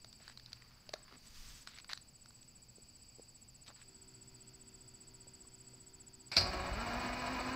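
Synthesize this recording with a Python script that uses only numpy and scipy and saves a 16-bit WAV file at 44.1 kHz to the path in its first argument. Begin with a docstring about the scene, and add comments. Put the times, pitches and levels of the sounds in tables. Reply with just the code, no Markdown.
"""Cold diesel cranking in a country yard

Insects chirp with their wings, grit snaps underfoot and clothing swishes. The key is turned and a buzzer
drones in the cab of an old twelve-cylinder truck. The solenoid clacks, the pinion slams into the
ring gear, and the starter turns the engine over, whining, clattering and chuffing as it gains speed."""
import sys
import numpy as np
from scipy import signal
from scipy.fft import rfft, irfft
from scipy.io import wavfile
from scipy.ndimage import uniform_filter1d

SR = 44100
rng = np.random.default_rng(int(sys.argv[2]) if len(sys.argv) > 2 else 0)


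def store_wav(level_fs):
    """Save 16-bit WAV to argv[1]."""
    pcm = np.round(np.clip(np.atleast_2d(level_fs), -1, 1) * 32767)
    wavfile.write(sys.argv[1], SR, pcm.T.astype(np.int16))


N = 332955
T = np.arange(N) / SR
STARTER_ON_S = 6.37
LABOUR_HZ, FREE_HZ, FULL_HZ = 186.84, 235, 259.9  # starter speeds, in gear teeth per second


def undb(db):
    """Decibels to gain."""
    return 10 ** (np.asarray(db) / 20)


def unit(x):
    """Scale to rms 1."""
    return x / np.sqrt(np.mean(x ** 2))


def noise():
    """White noise."""
    return rng.standard_normal(N)


def band(x, hz, width_hz):
    """One resonance, gain 1 at its centre."""
    return signal.lfilter(*signal.iirpeak(min(hz, SR / 2 - 1), hz / width_hz, SR), x)


def colour(x, points):
    """Causal EQ shaped by (Hz, dB) points; white noise keeps its level."""
    hz, db = np.transpose(points)
    log_hz = np.log(np.fft.rfftfreq(4096, 1 / SR) + 1)
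    cepstrum = irfft(np.log(undb(np.interp(log_hz, np.log(hz), db))))
    half = len(cepstrum) // 2
    cepstrum[1:half] *= 2
    cepstrum[half + 1:] = 0
    response = irfft(np.exp(rfft(cepstrum)))
    return signal.fftconvolve(x, response / np.linalg.norm(response))[:N]


def drift(rate):
    """Smooth random motion of rms 1, turning rate times a second."""
    k = max(int(SR / rate), 1)
    return unit(uniform_filter1d(np.repeat(noise()[:N // k + 1], k), k)[:N])


def fade(start, decay_s, rise_s=0.00041):
    """Quick attack, exponential decay."""
    age = np.maximum(T - start, 0)
    return np.minimum(age / rise_s, 1) * np.exp(-np.minimum(age / decay_s, 40))


def ramp(start, seconds):
    """Go from off to on."""
    return np.clip((T - start) / seconds, 0, 1)


def ring(x, modes):
    """Strike a set of (Hz, dB, t60) modes; white noise keeps its level."""
    t = T[:SR // 2]
    response = sum(undb(db - 60 * t / t60) * np.sin(2 * np.pi * (hz * t + rng.random()))
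                   for hz, db, t60 in modes)
    return signal.fftconvolve(x, response / np.linalg.norm(response))[:N]


def engine(teeth_per_stroke=11, sag=.014, wobble=.013, swell_db=0.9):
    """The starter cranks the engine; each compression slows it and loads the gears."""
    tooth_hz = tooth_rate()
    strokes = np.cumsum(tooth_hz) / SR / teeth_per_stroke
    squeeze = np.cos(2 * np.pi * strokes)
    teeth = np.cumsum(tooth_hz * (1 - sag * squeeze + wobble * drift(30))) / SR
    load = undb(swell_db * squeeze + 0.96 * drift(40))
    # with speed, the chuffing recedes and the whine grows
    speeds = (LABOUR_HZ, FULL_HZ)
    metal = undb(np.interp(tooth_hz, speeds, (-43, -41.5))) * gear_clatter(teeth, load)
    whine = undb(np.interp(tooth_hz, speeds, (-49.5, -44.7))) * starter_whine(teeth, tooth_hz)
    chuff = undb(np.interp(tooth_hz, speeds, (-45, -52.5))) * cylinder_chuff(strokes)
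    return ramp(STARTER_ON_S, 0.011) * (metal + whine + chuff)


def tooth_rate(breaks_free_s=6.705, surge_s=.125, creep_s=.45):
    """The starter labours in cold oil, breaks free, then creeps towards full speed."""
    surge = ramp(breaks_free_s, surge_s)
    creep = 1 - np.exp(-np.maximum(T - breaks_free_s - surge_s, 0) / creep_s)
    return LABOUR_HZ + (FREE_HZ - LABOUR_HZ) * surge + (FULL_HZ - FREE_HZ) * creep


def gear_clatter(teeth, load, scatter_db=4, slide_db=-2, housing_db=-4, clatter_db=-1.95, sing_db=-7):
    """Each tooth lands with its own force and slides, ringing the bell housing and the block."""
    # Bell housing modes. Each row: pitch in Hz, width in Hz, relative level in dB.
    housing_modes = [(357, 25, -3), (578, 34, 3.5), (688, 28, 3.5), (723, 26, 3), (988, 25, 2),
                     (1125, 29, -1), (1203, 24, -2.5), (1375, 26, 2), (1606, 84, -1.5), (2192, 37, -3),
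                     (2290, 84, -3.5), (2496, 60, -4.5), (2790, 79, -8), (2960, 84, -12)]
    # Tone of the block. Each row: frequency in Hz, relative level in dB.
    block_eq = [(71, -41), (120, -13), (180, -8.5), (243, -7.5), (428, -12.5), (725, -5), (869, -8.5),
                (1000, -8), (2430, -17), (3230, -28), (4550, -17), (6820, -34.5), (7860, -32.5),
                (9620, -55), (15000, -38)]
    impacts = np.diff(np.floor(teeth), prepend=0) * undb(scatter_db * noise())
    sliding = unit(noise() * np.exp(-(teeth % 1) / 2.3))
    mesh = load * (unit(impacts) + undb(slide_db) * sliding)
    housing = sum((-1) ** k * undb(db) * band(mesh, hz, width)
                  for k, (hz, width, db) in enumerate(housing_modes))
    # injectors and timing gears chatter, about 1400 ticks a second
    ticks = (rng.random(N) < 1400 / SR) * noise()
    clatter = colour(load * (sliding + .55 * unit(ticks)), block_eq)
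    # worn gears sing in overtones that come and go
    overtones = sum(undb(4.2 * drift(30)) * np.sin(2 * np.pi * k * teeth) for k in range(4, 26))
    sing = colour(overtones, block_eq)
    return undb(housing_db) * unit(housing) + undb(clatter_db) * unit(clatter) + undb(sing_db) * unit(sing)


def starter_whine(teeth, tooth_hz, waver_db=2.5, strain_db=-7):
    """The mesh tone: under strain its fundamental thins and harmonics 2 and 3 come forward."""
    strain = np.clip((245 - tooth_hz) / 60, 0, 1)
    overtones = sum(undb(2.6 * drift(30)) * np.sin(2 * np.pi * k * teeth + .45 * drift(60))
                    for k in (2, 3))
    fundamental = undb(waver_db * drift(14) + strain_db * strain) * np.sin(2 * np.pi * teeth)
    return fundamental + (0.04 + .5 * strain) * overtones


def cylinder_chuff(strokes):
    """Air leaves the cylinders in low, uneven puffs, one per stroke."""
    puffs = np.exp(-(strokes % 1) / .5) * (1 + 30 * noise())
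    return unit(band(band(puffs, 56, 33), 53, 70) + 0.5 * band(band(puffs, 95, 16), 95, 60))


def pinion(solenoid_s=6.3155, solenoid_db=-38, ring_db=-9.5, thud_db=-32, thud_hz=93):
    """The solenoid clacks, the pinion bounces into mesh, the ring gear rings and the frame thuds."""
    # Tone of the starter's struck steel. Each row: frequency in Hz, relative level in dB.
    steel_eq = [(59, -18), (100, -2.5), (462, -21), (594, -9.5), (923, -13.5), (1290, -16.5), (1530, -11.5),
                (1960, -18.5), (2270, -5.5), (3180, -20.5), (4730, 1.5), (6620, -26.5), (7200, -23),
                (11000, -38), (15000, -35)]
    # Pinion hits. Each row: start in seconds, level in dB, decay in seconds.
    slams = [(6.356, -40, 0.015), (6.3645, -26.5, 0.012), (6.3681, -11.5, 0.00081),
             (6.3743, -15.5, 0.00099), (6.377, -25.5, 0.013), (6.408, -33.5, 0.022), (6.46, -48, .07)]
    # Ring gear modes. 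Each row: pitch in Hz, relative level in dB, seconds to fall 60 dB.
    gear_modes = [(4242, -6, .28), (4356, -7, .2), (4408, -4, .28), (4513, -4, .25), (4570, 0, .3),
                  (4684, -6, .2), (4786, -4, .25), (4897, -1, .3), (5048, -3, .28), (5160, -8, .2),
                  (5284, -6, .28), (5470, -10, .2), (5650, -12, .2)]
    clack = colour(noise() * fade(solenoid_s, 0.035, rise_s=0.0018), steel_eq)
    solenoid = 0.46 * clack + band(clack, 2100, 1800) + band(clack, 800, 970) + band(clack, 10000, 5000)
    blows = noise() * sum(undb(db) * fade(s, decay, rise_s=decay / 8) for s, db, decay in slams)
    clang = colour(blows, steel_eq) + undb(ring_db) * ring(blows, gear_modes)
    thud = np.sin(2 * np.pi * thud_hz * (T - STARTER_ON_S))
    thud *= fade(STARTER_ON_S + 0.015, 0.041, rise_s=0.023)
    return undb(solenoid_db) * solenoid + clang + undb(thud_db) * thud


def buzzer(on_s=3.8, pitch_hz=63.75, boost_db=3):
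    """A vibrating armature repeats one cycle: a steady warning drone through the open cab door."""
    # Outline of the buzz spectrum. Each row: harmonic number, level in dB before the boost.
    outline = [(2, -72.5), (3, -82.5), (4, -75.5), (5, -77), (6, -73), (8, -104.5), (11, -86), (13, -102),
               (15, -83.5), (17, -105), (21, -88), (29, -97), (32, -89.5), (36, -105), (44, -100),
               (56, -91)]
    turns = np.cumsum(pitch_hz * (1 + 0.0011 * drift(10))) / SR
    harmonics, place = np.arange(2, 57), np.linspace(0, 1, 2049)
    gains = undb(np.interp(harmonics, *np.transpose(outline)) + boost_db)
    cycle = sum(g * np.sin(2 * np.pi * (k * place + rng.random())) for k, g in zip(harmonics, gains))
    return ramp(on_s, 0.1) * np.interp(turns % 1, place, cycle)


def steps_and_key(grit_boost_db=3):
    """Stones snap, shoes scuff on grit, the ignition key scrapes round, and harder contacts knock."""
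    # Tone of crushed stone. Each row: frequency in Hz, relative level in dB.
    stone_eq = [(120, -30), (200, -1), (459, -8), (1150, -1), (2380, -4.5), (3290, -6.5), (4310, -1),
                (6770, -12.5), (7830, -15), (8410, -17.5), (15000, -17.5)]
    # Grit under a shoe. Each row: start in seconds, snap and body levels in dB before the boost.
    grit = [(0.0452, -39.5, -52), (0.1274, -42, -70), (0.2788, -37.5, -44.5), (0.2974, -48, -44),
            (0.374, -41, -54), (0.397, -44, -55), (0.4603, -43.5, -62), (0.5204, -43, -70),
            (0.53, -34, -60), (0.621, -62, -48), (0.8913, -35.5, -51), (1.673, -35, -37.5),
            (1.7854, -41, -42), (1.8446, -49, -45.5), (1.8962, -45, -38), (1.9322, -29, -31),
            (1.9747, -37, -65), (2.258, -47.5, -52), (2.306, -53, -55), (2.429, -52, -66)]
    # Shoe scuffs on grit, then from 3.66 s the ignition key turning just before the buzzer starts.
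    # Each row: start and length in seconds, level in dB, centre in Hz.
    scuffs_and_key = [(0.198, .13, -65, 2600), (0.462, 0.6, -72, 1510), (1.071, 0.084, -64, 1410),
                      (1.11, 0.06, -63.5, 280), (1.665, 0.14, -62, 2980), (1.891, 0.038, -47, 2600),
                      (3.662, 0.023, -57.5, 4000), (3.68, 0.034, -57.5, 620), (3.756, .075, -65.5, 2400)]
    # Dull knocks. Each row: start in seconds, level in dB, pitch in Hz.
    contacts = [(0.046, -52, 650), (0.205, -53, 650), (0.892, -44, 613), (0.938, -29.5, 617),
                (0.958, -48, 1370), (2.783, -49, 402), (3.185, -50.5, 414), (3.196, -43, 460),
                (5.269, -54, 500), (5.45, -57, 1100), (5.735, -56, 490)]
    stone = colour(noise(), stone_eq)
    snap, body = unit(band(stone, 4470, 1650)), unit(band(stone, 1760, 1250))
    snaps = sum(fade(s, 0.0015, rise_s=0.0014) * (undb(snap_db) * snap + undb(body_db) * body)
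                for s, snap_db, body_db in grit)
    friction = colour(noise() * undb(3.8 * drift(700)), stone_eq)
    scrapes = knocks = 0
    for s, length, db, hz in scuffs_and_key:
        gate = ramp(s, 0.0018) * (1 - ramp(s + length, 0.0099))
        scrapes += undb(db) * gate * unit(band(friction, hz, 1.26 * hz))
    for s, db, hz in contacts:
        phase = 2 * np.pi * hz * (T - s)
        tone = np.sin(phase) + 0.3 * np.sin(0.75 * phase) + 0.049 * body
        knocks += undb(db) * fade(s, 0.0034, rise_s=0.00078) * tone
    # the hardest knock scrapes briefly, then cracks
    s, db, _ = max(contacts, key=lambda row: row[1])
    crack = undb(db - 1) * (fade(s, 0.0013) + 0.25 * fade(s - .0035, 0.0054)) * (snap + .5 * body)
    return undb(grit_boost_db) * snaps + scrapes + knocks + crack


def stride(peak_s=1.49, rise_s=.17, fall_s=.11, cloth_db=-57, rumble_db=-53, rumble_hz=22):
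    """Clothing swishes as a leg swings, and the moving microphone rumbles."""
    # Tone of brushing cloth. Each row: frequency in Hz, relative level in dB.
    cloth_eq = [(100, -12), (600, -14), (1100, -5), (3400, -3), (5200, 0), (8000, -6), (10000, -15),
                (15000, -14)]
    swing = np.exp(-((T - peak_s) / np.where(T < peak_s, rise_s, fall_s)) ** 2 / 2)
    cloth = unit(colour(noise() * undb(.8 * drift(300) + 1.2 * drift(25)), cloth_eq))
    rumble = unit(band(band(noise(), rumble_hz, 24), rumble_hz, 24))
    return swing * undb(cloth_db) * cloth + swing ** 2 * undb(rumble_db) * rumble


def insects(top_hz=7980, rise_hz=480, fall_hz=1250, rasp_hz=30, onset_s=.013, tail_s=.015,
            octave_db=-27, start_db=-58.5, growth_db_per_s=1.23, full_song_s=5.3):
    """Each wing stroke speeds up and slows, so the chirp arches in pitch; uneven teeth make it rasp."""
    # Runs of chirps. 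Each row: start and end in seconds, chirps per second, relative level in dB.
    songs = [(0.024, 0.31, 14.8, 0), (1.033, 1.19, 7.04, 1), (1.275, 1.3, 15, 2), (1.486, 2.5, 14.95, 0),
             (2.562, 7.56, 15.083, 0), (0.076, 1.0, 16.4, -8), (1.71, 7.56, 16.25, -11),
             (2.3, 6.4, 14.3, -15)]
    out, t = np.zeros(N + SR), np.arange(-SR // 50, SR // 50) / SR
    envelope = np.cos(np.pi / 2 * np.clip(t / np.where(t < 0, onset_s, tail_s), -1, 1))
    droop_hz = np.where(t < 0, rise_hz, fall_hz) * (t / onset_s) ** 2
    rasp = rasp_hz * np.resize(drift(2500), len(out))
    for start, end, rate, db in songs:
        for s in np.arange(start, end, 1 / rate):
            detune, accent, lag = rng.standard_normal(3)
            i = max(int((s + t[0] + 0.0011 * lag) * SR), 0)
            peak_hz = top_hz + 12 * db + 20 * detune  # quieter runs sit a little lower
            phase = 2 * np.pi * np.cumsum(peak_hz - droop_hz + rasp[i:i + len(t)]) / SR
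            chirp = envelope * (np.sin(phase) + undb(octave_db) * np.sin(2 * phase))
            out[i:i + len(t)] += undb(db + .5 * accent) * chirp
    warm_up = undb(start_db + growth_db_per_s * np.minimum(T, full_song_s))
    return out[:N] * warm_up


def yard(air_db=-65, shimmer_db=0.66, trim_db=-1.57, swell_db=.8):
    """A bed of still country air, low hum and far crickets that shimmer, swell and ebb."""
    # Tone of the air. Each row: frequency in Hz, relative level in dB.
    air_eq = [(25, 2), (70, -.5), (125, -4.5), (220, -6), (400, -15.5), (800, -18.5), (1800, -24.5),
              (3300, -26.5), (6300, -24.5), (9000, -30.5), (13000, -32), (15500, -26)]
    # Hum and cricket bands. Each row: centre in Hz, width in Hz, level in dB before the trim.
    chorus_bands = [(121, 13.3, -70), (234.4, 27, -77), (2550, 600, -77.5), (4680, 340, -67.5),
                    (5080, 380, -73.5)]
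    air = unit(colour(noise(), air_eq)) * undb(air_db + 0.21 * drift(2.6))
    chorus = 0
    for hz, width, db in chorus_bands:
        gain = undb(db + shimmer_db * drift(8.5))
        chorus += gain * unit(band(band(noise(), hz, 1.36 * width), hz, 1.36 * width))
    return air + chorus * undb(trim_db + swell_db * drift(3.03))


def scene(echo_db=-17, echo_decay_s=0.044):
    """The mono mix; ground and truck body scatter a short echo of the close sounds."""
    near = engine() + pinion() + steps_and_key() + stride()
    tail = (noise() * fade(0.01, echo_decay_s))[:SR // 2]
    echo = signal.fftconvolve(near, tail / np.linalg.norm(tail))[:N]
    return (near + undb(echo_db) * echo + buzzer() + insects() + yard())[None]


def record(dry, top_hz=15600):
    """A steep low-pass takes off the very top."""
    return signal.sosfilt(signal.ellip(12, .2, 70, top_hz, fs=SR, output="sos"), dry)


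dry = scene()
out = record(dry)
store_wav(out)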